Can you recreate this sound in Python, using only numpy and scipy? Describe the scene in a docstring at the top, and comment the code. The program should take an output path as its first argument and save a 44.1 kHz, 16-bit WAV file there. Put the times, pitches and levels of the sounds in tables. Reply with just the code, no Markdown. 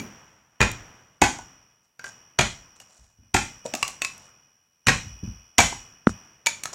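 """At night in a paved yard, crickets trill and a far town hums, close to a phone.
Then an axe chops a thin branch on a stump six times: fibres crack, the wood rings, the stump knocks,
the ground thuds and the walls echo. Between chops, bark scrapes, feet shift and cut sticks clatter.
Near the end a hand bumps the phone, and two last pieces of wood clatter.
All along, the phone's noise gate lets each blow through, then slowly turns the background down."""
import sys
import numpy as np
from scipy import signal
from scipy.fft import rfft, irfft
from scipy.io import wavfile
from scipy.ndimage import uniform_filter1d

SR = 44100
rng = np.random.default_rng(int(sys.argv[2]) if len(sys.argv) > 2 else 0)


def transcribe(u):
    """Save the signal u as a 16-bit wav file named by the first command-line argument.

    u: samples, shape (n,) or (channels, n), limited to [-1, 1]; the rate is SR.
    q: integer samples, one column per channel.
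    """
    v = np.clip(np.atleast_2d(u).T, -1, 1)
    q = np.round(v * 32767).astype(np.int16)
    wavfile.write(sys.argv[1], SR, q)


N = 297234
TIME = np.arange(N) / SR
AGE = TIME[:SR // 2]  # seconds since a hit
TOP_HZ = 16000
WALL_SLAP_S = 0.021  # sound slaps back off the nearest wall this much later

# Axe swings. A tilt above 0 is brighter, below 0 duller; a mode is a tone that an object rings at.
# (time [s], time to cut through [s], crack [dB], crack tilt [dB/octave], stump knock [dB],
# stump pitch [factor], ground thud [dB], branch ring [dB], first mode [Hz], second mode [Hz])
CHOPS = [(0.6049, 0.0092, -11, -4.5, -19.5, 1.2, -18, -8.5, 1370, 2460),
         (1.2162, 0.0032, -10, 1, -4, 1.14, -24, -11, 960, 2560),
         (2.3882, 0.0025, -10, -1, -14, 1.04, -21.5, -12, 1797, 2360),
         (3.3423, 0.0032, -13, 1.5, -9, 1.04, -24, -17, 1790, 2024),
         (4.869, .0148, -10, -.5, -33, 1.9, -18.5, -5, 1628, 1877),
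         (5.5818, 0.0072, -5, 1.5, -9, 1.01, -19, -4, 939, 2300)]
# Tone colour of breaking wood fibres: (frequency [Hz], level [dB])
FIBRE_SPECTRUM = [(100, -12), (300, -14), (600, -4.5), (1200, -4.5), (2300, 1.5), (3300, -4), (5300, -7.5),
                  (6900, -2), (8500, -11.5), (12000, -23), (16000, -31)]
# Tone colour of rubbing, on bark or on the phone: (frequency [Hz], level [dB])
RUB_SPECTRUM = [(200, -11.5), (700, 9), (2500, -7), (4500, -1), (7200, 6.5), (10000, -8.5), (16000, -31)]


def undb(db):
    """Turn decibels into a factor to multiply a sound by."""
    return 10 ** (np.asarray(db) / 20)


def add(out, s, sound):
    """Mix a sound into out, starting at s seconds."""
    start = max(int(s * SR), 0)
    out[start:start + len(sound)] += sound[:max(N - start, 0)]


def colour(x, spectrum, tilt_db=0):
    """Give x a tone colour, tilt it by tilt_db per octave and set its average strength (rms) to 1."""
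    hz, db = np.transpose(spectrum)
    octave = np.log2(np.maximum(np.fft.rfftfreq(len(x), 1 / SR), hz[0]))
    gain = undb(np.interp(octave, np.log2(hz), db) + tilt_db * octave)
    shaped = irfft(rfft(x) * gain, len(x))
    return shaped / np.std(shaped)


def grains(size, spread_db=2.2):
    """Noise made of tiny clicks of unequal strength."""
    return rng.standard_normal(size) * undb(spread_db * np.minimum(rng.exponential(size=size), 4))


def fade(t60):
    """A smooth dying away; t60 is the fade time, the seconds it takes to drop by 60 dB."""
    return np.exp(-np.log(1000) * AGE / max(t60, 1e-3))


def ring(modes, tilt_db, pivot_hz):
    """A struck object rings with several fading tones; a harder hit tilts them towards the treble."""
    return sum((-1) ** k * undb(db + tilt_db * np.log2(hz / pivot_hz))
               * fade(t60) * np.sin(2 * np.pi * hz * AGE)
               for k, (hz, db, t60) in enumerate(modes) if hz < TOP_HZ)


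def crackle(t60, tilt_db, dull_hz, rise_s):
    """One burst of breaking fibres that builds quickly and dies away."""
    muffle = signal.butter(2, min(dull_hz, TOP_HZ), fs=SR, output="sos")
    clicks = colour(grains(len(AGE)), FIBRE_SPECTRUM, tilt_db)
    return (1 - np.exp(-AGE / rise_s)) * fade(t60) * signal.sosfilt(muffle, clicks)


def yard_echo(x, wall_db=-8, build_s=0.0063):
    """What the yard sends back: a slap from the nearest wall and a short, dense tail of echoes."""
    # How long the yard echoes: (frequency [Hz], fade time [s])
    fade_times = [(60, 0.87), (400, .27), (1200, 0.32), (3000, 0.38), (7500, 0.44), (15000, 0.2)]
    hz, t60s = np.transpose(fade_times)
    log_hz = np.log(np.maximum(np.fft.rfftfreq(len(AGE), 1 / SR), 1))
    scatter = rfft(rng.standard_normal(len(AGE)))
    tail = sum(irfft(scatter * np.interp(log_hz, np.log(hz), band), len(AGE)) * fade(t60)
               for band, t60 in zip(np.eye(len(hz)), t60s))
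    tail *= 1 - np.exp(-(AGE / build_s) ** 2)
    tail /= np.sqrt(np.sum(tail ** 2))
    add(tail, WALL_SLAP_S, np.array([undb(wall_db)]))
    return signal.fftconvolve(x, tail)[:N]


def town():
    """The far town is a low hum, turned down in the mix after the first second."""
    # Tone colour of the hum: (frequency [Hz], level [dB])
    spectrum = [(25, -3.5), (120, 7.5), (400, -3), (1000, 0.5), (1700, -1.5), (2300, -5.5), (3200, -9),
                (4000, -21.5), (6500, -16.5), (7300, -19.5), (10000, -35), (16000, -28.5)]
    # Level of the hum in the mix: (time [s], level [dB])
    levels = [(0, -42.5), (1, -42.5), (1.8, -50), (6.74, -49.5)]
    return undb(np.interp(TIME, *np.transpose(levels))) * colour(rng.standard_normal(N), spectrum)


def cricket(pitch_hz=5740, sweep_hz=560, strokes_per_s=83.3, uneven_db=1.2, echo_db=-11):
    """A cricket trills: each wing stroke is a short note that slides down."""
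    drift = np.interp(TIME, np.linspace(0, TIME[-1], num=60), rng.standard_normal(size=60))
    strokes = np.cumsum(strokes_per_s * (1 + 0.005 * drift)) / SR
    progress = strokes % 1  # from 0 to 1 within each stroke
    force, detune = rng.standard_normal(size=(1000, 2))[strokes.astype(int)].T
    hz = pitch_hz * (1 + 0.006 * detune) + sweep_hz * (0.5 - progress)
    pulses = undb(uneven_db * force) * np.sin(np.pi * progress) ** 2
    trill = pulses * np.sin(2 * np.pi * np.cumsum(hz) / SR)
    trill = trill + undb(echo_db) * yard_echo(trill)
    return trill / np.std(trill)


def insects(chorus_db=-5):
    """A near cricket and far insects, their level in the mix turned up and down."""
    # Tone colour of the far chorus: (frequency [Hz], level [dB])
    spectrum = [(2000, -39.5), (2500, 1.5), (2750, -18), (2950, 3.5), (3100, -24.5), (3320, -7),
                (3700, -35), (4500, -22.5), (5350, -3.5), (5900, -7.5), (6400, -27)]
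    # Level of the insects in the mix: (time [s], level [dB])
    levels = [(0, -47), (2.5, -49.5), (3.3, -44.5), (4.1, -49), (5.3, -42), (6.74, -52.5)]
    song = cricket() + undb(chorus_db) * colour(rng.standard_normal(N), spectrum)
    return undb(np.interp(TIME, *np.transpose(levels))) * song


def chips():
    """Tiny flying chips land with a thin, high tick."""
    # Chips landing: (time [s], level [dB])
    landings = [(0.7159, -24.5), (4.179, -33)]
    out = np.zeros(N)
    for s, db in landings:
        add(out, s, undb(db) * crackle(t60=0.01, tilt_db=15, dull_hz=TOP_HZ, rise_s=0.0001))
    return out


def bark_scrapes(slips_per_s=900, rough_db=6):
    """Rough bark catches and slips about once a millisecond in a swell of small clicks."""
    # Bark sliding over the stump: (time [s], length [s], level [dB])
    slides = [(1.387, 0.0052, -31.5), (1.828, 0.037, -49), (2.04, 0.063, -43.5), (2.758, 0.016, -40),
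              (2.806, 0.019, -37.5), (2.86, 0.3, -44.5), (3.643, 0.034, -40), (3.759, 0.19, -43.5),
              (4.184, 0.13, -50.5), (6.728, 0.057, -24)]
    out = np.zeros(N)
    for s, length, db in slides:
        swell = np.sqrt(np.abs(np.sin(np.pi * np.minimum(AGE / length, 1))))
        grip = undb(rough_db * rng.standard_normal(slips_per_s))[(AGE * slips_per_s).astype(int)]
        add(out, s, undb(db) * swell * colour(grip * grains(len(AGE)), RUB_SPECTRUM))
    return out


def phone_bumps(soft_s=0.00037, rub_db=-40, rub_t60=0.12):
    """A hand's knocks and faint rub reach the microphone through the case, so they have no echo."""
    # Knocks on the phone: (time [s], level [dB], tilt [dB/octave])
    touches = [(6.0705, 9, 3.5), (6.093, -15.5, 5.5)]
    # Tones of its case: (frequency [Hz], level [dB], fade time [s])
    case_modes = [(215, -3, 0.028), (372, -3, 0.0065), (1350, -12.5, 0.0081)]
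    out = np.zeros(N)
    for s, db, tilt_db in touches:
        knock = undb(db) * (1 - np.exp(-(AGE / soft_s) ** 2)) * ring(case_modes, tilt_db, pivot_hz=380)
        rub = undb(rub_db) * fade(rub_t60) * colour(rng.standard_normal(len(AGE)), RUB_SPECTRUM)
        add(out, s, knock + rub)
    return out


def low_thuds(rise_s=0.0012, chop_t60=0.33, chop_tilt_db=-7.5):
    """Dull thuds, under the chops and between them, build in a few milliseconds and rumble out."""
    # Low thuds: the tail of an earlier blow, shifting feet, the rumble after the phone bump:
    # (time [s], level [dB], fade time [s], tilt [dB/octave])
    thuds = [(0.0, -29.5, 0.43, 5.5), (2.991, -35.5, 1, -15.5), (3.186, -28.5, 0.42, -8),
             (3.738, -44, 0.15, 4), (5.05, -27, 0.59, -14), (5.229, -16.5, 0.11, -3.5),
             (5.277, -19.5, 0.32, -12), (6.094, -28, 0.2, -9.5)]
    # Tone colour of a thud: (frequency [Hz], level [dB])
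    spectrum = [(25, -37), (42, -21.5), (60, -2), (80, -7.5), (108, 1.5), (150, -5), (220, 5), (330, -11),
                (500, -21.5), (1500, -70.5)]
    out = np.zeros(N)
    blows = [(s, thud_db, chop_t60, chop_tilt_db) for s, _, _, _, _, _, thud_db, *_ in CHOPS]
    for s, db, t60, tilt_db in blows + thuds:
        rumble = colour(rng.standard_normal(len(AGE)), spectrum, tilt_db)
        add(out, s, undb(db) * (1 - np.exp(-AGE / rise_s)) * fade(t60) * rumble)
    return out


def stump_knocks(chop_tilt_db=-3, detune=0.02, fade_factor=0.87):
    """The stump knocks when it stops the axe or is tapped; the pitch depends on the spot that is hit."""
    # Tones of the stump: (base frequency [Hz], level [dB], base fade time [s])
    stump_modes = [(227.7, -10.5, 0.039), (348, -4.5, 0.024), (461, -7, 0.017), (678, -2.5, 0.052),
                   (780.4, -3.5, 0.063), (855, -3, 0.049), (972, -9, 0.03), (1034, -5.5, 0.0028),
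                   (1340, -15, 0.16), (1810, -19.5, 0.011)]
    # Light taps: (time [s], level [dB], pitch [factor], tilt [dB/octave])
    taps = [(1.388, -27, 1.13, 5), (2.802, -41.5, 0.87, -3), (3.652, -21.5, 0.72, -1),
            (3.738, -23, 0.97, -4), (4.284, -43.5, 1.6, 2), (5.724, -25, 1.18, 0.5)]
    out = np.zeros(N)
    blows = [(s + cut_s, knock_db, pitch, chop_tilt_db) for s, cut_s, _, _, knock_db, pitch, *_ in CHOPS]
    for s, db, pitch, tilt_db in blows + taps:
        modes = [(hz * pitch * (1 + detune * rng.standard_normal()), mode_db, t60 * fade_factor)
                 for hz, mode_db, t60 in stump_modes]
        add(out, s, undb(db) * ring(modes, tilt_db, pivot_hz=890))
    return out


def ringing_sticks(held_fade=0.7, upper_fade=0.7, slap_db=-6, detune=0.013, cross_detune=0.03):
    """A struck stick ticks, then rings as it bends back and forth."""
    # Wood snapping or clacking between chops: (time [s], level [dB], tilt [dB/octave], piece [name])
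    clacks = [(0.0, -27, 2, "stub"), (1.9938, -28, 1, "branch"), (2.0421, -25.5, 0.5, "branch"),
              (2.065, -32.5, -1.5, "branch"), (2.801, -30, 6.5, "branch tip"),
              (3.738, -22, 4, "thin stick"), (3.7511, -24, 8, "thin stick"), (3.8278, -9, 1, "thin stick"),
              (3.879, -26.5, 8.5, "thin stick"), (4.0193, -17, 3.5, "stick"), (4.048, -18.5, 4.5, "stick"),
              (6.4617, -19, 5.5, "stub"), (6.4683, -9, 4, "stub"), (6.636, -27, 10.5, "offcut"),
              (6.6562, -22, 3, "offcut")]
    # Pieces of wood by name: (first mode [Hz], second mode [Hz], fade time [factor])
    pieces = {"branch": (1410, 1575, .85), "branch tip": (743, 2840, .45), "thin stick": (1135, 2680, .42),
              "stick": (1085, 2590, .55), "stub": (915, 2315, .7), "offcut": (1270, 2300, .25)}
    # A stick's higher tones: (frequency [times the second mode], level [dB], base fade time [s])
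    upper_modes = [(1.07, -9.5, 0.073), (1.2, -9.5, 0.026), (1.4, -11.5, 0.026), (1.618, -9.5, 0.025),
                   (1.9, -12, 0.05), (2.72, -8.5, .014), (2.94, -4.5, 0.021), (3.8, -19.5, 0.0063)]
    out = np.zeros(N)
    # a chop pins the branch against the stump, and its ring slaps back off the nearest wall
    chopped = [(s + lag_s, db + drop_db, 0, first_hz, second_hz, held_fade)
               for s, cut_s, *_, db, first_hz, second_hz in CHOPS
               for lag_s, drop_db in [(cut_s, 0), (WALL_SLAP_S, slap_db)]]
    loose = [(s, db, tilt_db, *pieces[piece]) for s, db, tilt_db, piece in clacks]
    for s, db, tilt_db, first_hz, second_hz, fade_factor in chopped + loose:
        # (frequency [Hz], level [dB], fade time [s])
        modes = [(first_hz, -10, 0.073), (second_hz, 0, 0.061 * fade_factor)]
        # knots and bends put the higher tones a little off
        modes += [(second_hz * ratio * (1 + detune * rng.standard_normal()), mode_db,
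                   t60 * fade_factor * upper_fade) for ratio, mode_db, t60 in upper_modes]
        # a stick is not round, so it also bends crosswise, more softly and at slightly different pitches
        modes += [(hz * (1 + cross_detune * rng.standard_normal()), mode_db - 6, t60)
                  for hz, mode_db, t60 in modes[1:]]
        chatter = colour(grains(len(AGE)), FIBRE_SPECTRUM, tilt_db - 2.5)
        tick = undb(-3 + 0.62 * tilt_db) * fade(t60=0.022) * chatter  # harder hits tick louder
        add(out, s, undb(db) * (ring(modes, tilt_db, second_hz) + tick))
    return out


def axe_cracks(bite_db=-11.5, slap_db=-13.5):
    """Each chop tears the branch and bites more dully into the stump; the crack slaps back off a wall."""
    out = np.zeros(N)
    for s, cut_s, db, tilt_db, *_ in CHOPS:
        tear = crackle(t60=0.041, tilt_db=tilt_db, dull_hz=15000, rise_s=0.00045)
        bite = crackle(t60=0.035, tilt_db=-4, dull_hz=4000, rise_s=0.00021)
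        slap = crackle(t60=0.04, tilt_db=-1.5, dull_hz=8200, rise_s=0.0024)
        add(out, s, undb(db) * tear)
        add(out, s + cut_s, undb(bite_db) * bite)
        add(out, s + WALL_SLAP_S, undb(slap_db) * slap)
    return out


def scene():
    """Mix everything in the yard; cracks, knocks, clatter and scrapes each get a share of echo."""
    crack, knock, clatter, scrape = axe_cracks(), stump_knocks(), ringing_sticks(), bark_scrapes()
    echo = yard_echo(undb(-3) * crack + undb(-7.5) * knock + undb(-10) * (clatter + scrape))
    wood = crack + knock + clatter + scrape + echo + chips()
    return (wood + low_thuds() + phone_bumps() + insects() + town())[None]


def noise_gate(x, open_db=-29, slope=2.02, depth_db=-27, release_db_per_s=43, deaf_below_hz=255):
    """The gate turns quiet sound down; it ignores rumble, opens at once on a blow and closes slowly."""
    heard = signal.sosfilt(signal.butter(4, deaf_below_hz, "high", fs=SR, output="sos"), x)
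    level_db = 10 * np.log10(np.maximum(uniform_filter1d(heard ** 2, size=440), 1e-12))
    wanted_db = np.clip(slope * (level_db - open_db), depth_db, 0)
    # the gain may jump up, but falls no faster than the release rate
    release_db = release_db_per_s * TIME
    gain_db = np.maximum.accumulate(wanted_db + release_db, axis=-1) - release_db
    return x * undb(uniform_filter1d(gain_db, size=130))


def record(dry, hiss_db=-79, low_cut_hz=40, full_scale=0.94):
    """The phone thins the deep bass, gates the sound, adds hiss, rounds peaks and cuts the top treble."""
    thinned = signal.sosfilt(signal.butter(2, low_cut_hz, "high", fs=SR, output="sos"), dry)
    hiss = undb(hiss_db) * rng.standard_normal(dry.shape)
    rounded = full_scale * np.tanh((noise_gate(thinned) + hiss) / full_scale)
    return signal.sosfilt(signal.ellip(8, 0.2, 70, TOP_HZ, fs=SR, output="sos"), rounded)


dry = scene()
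out = record(dry)
transcribe(out)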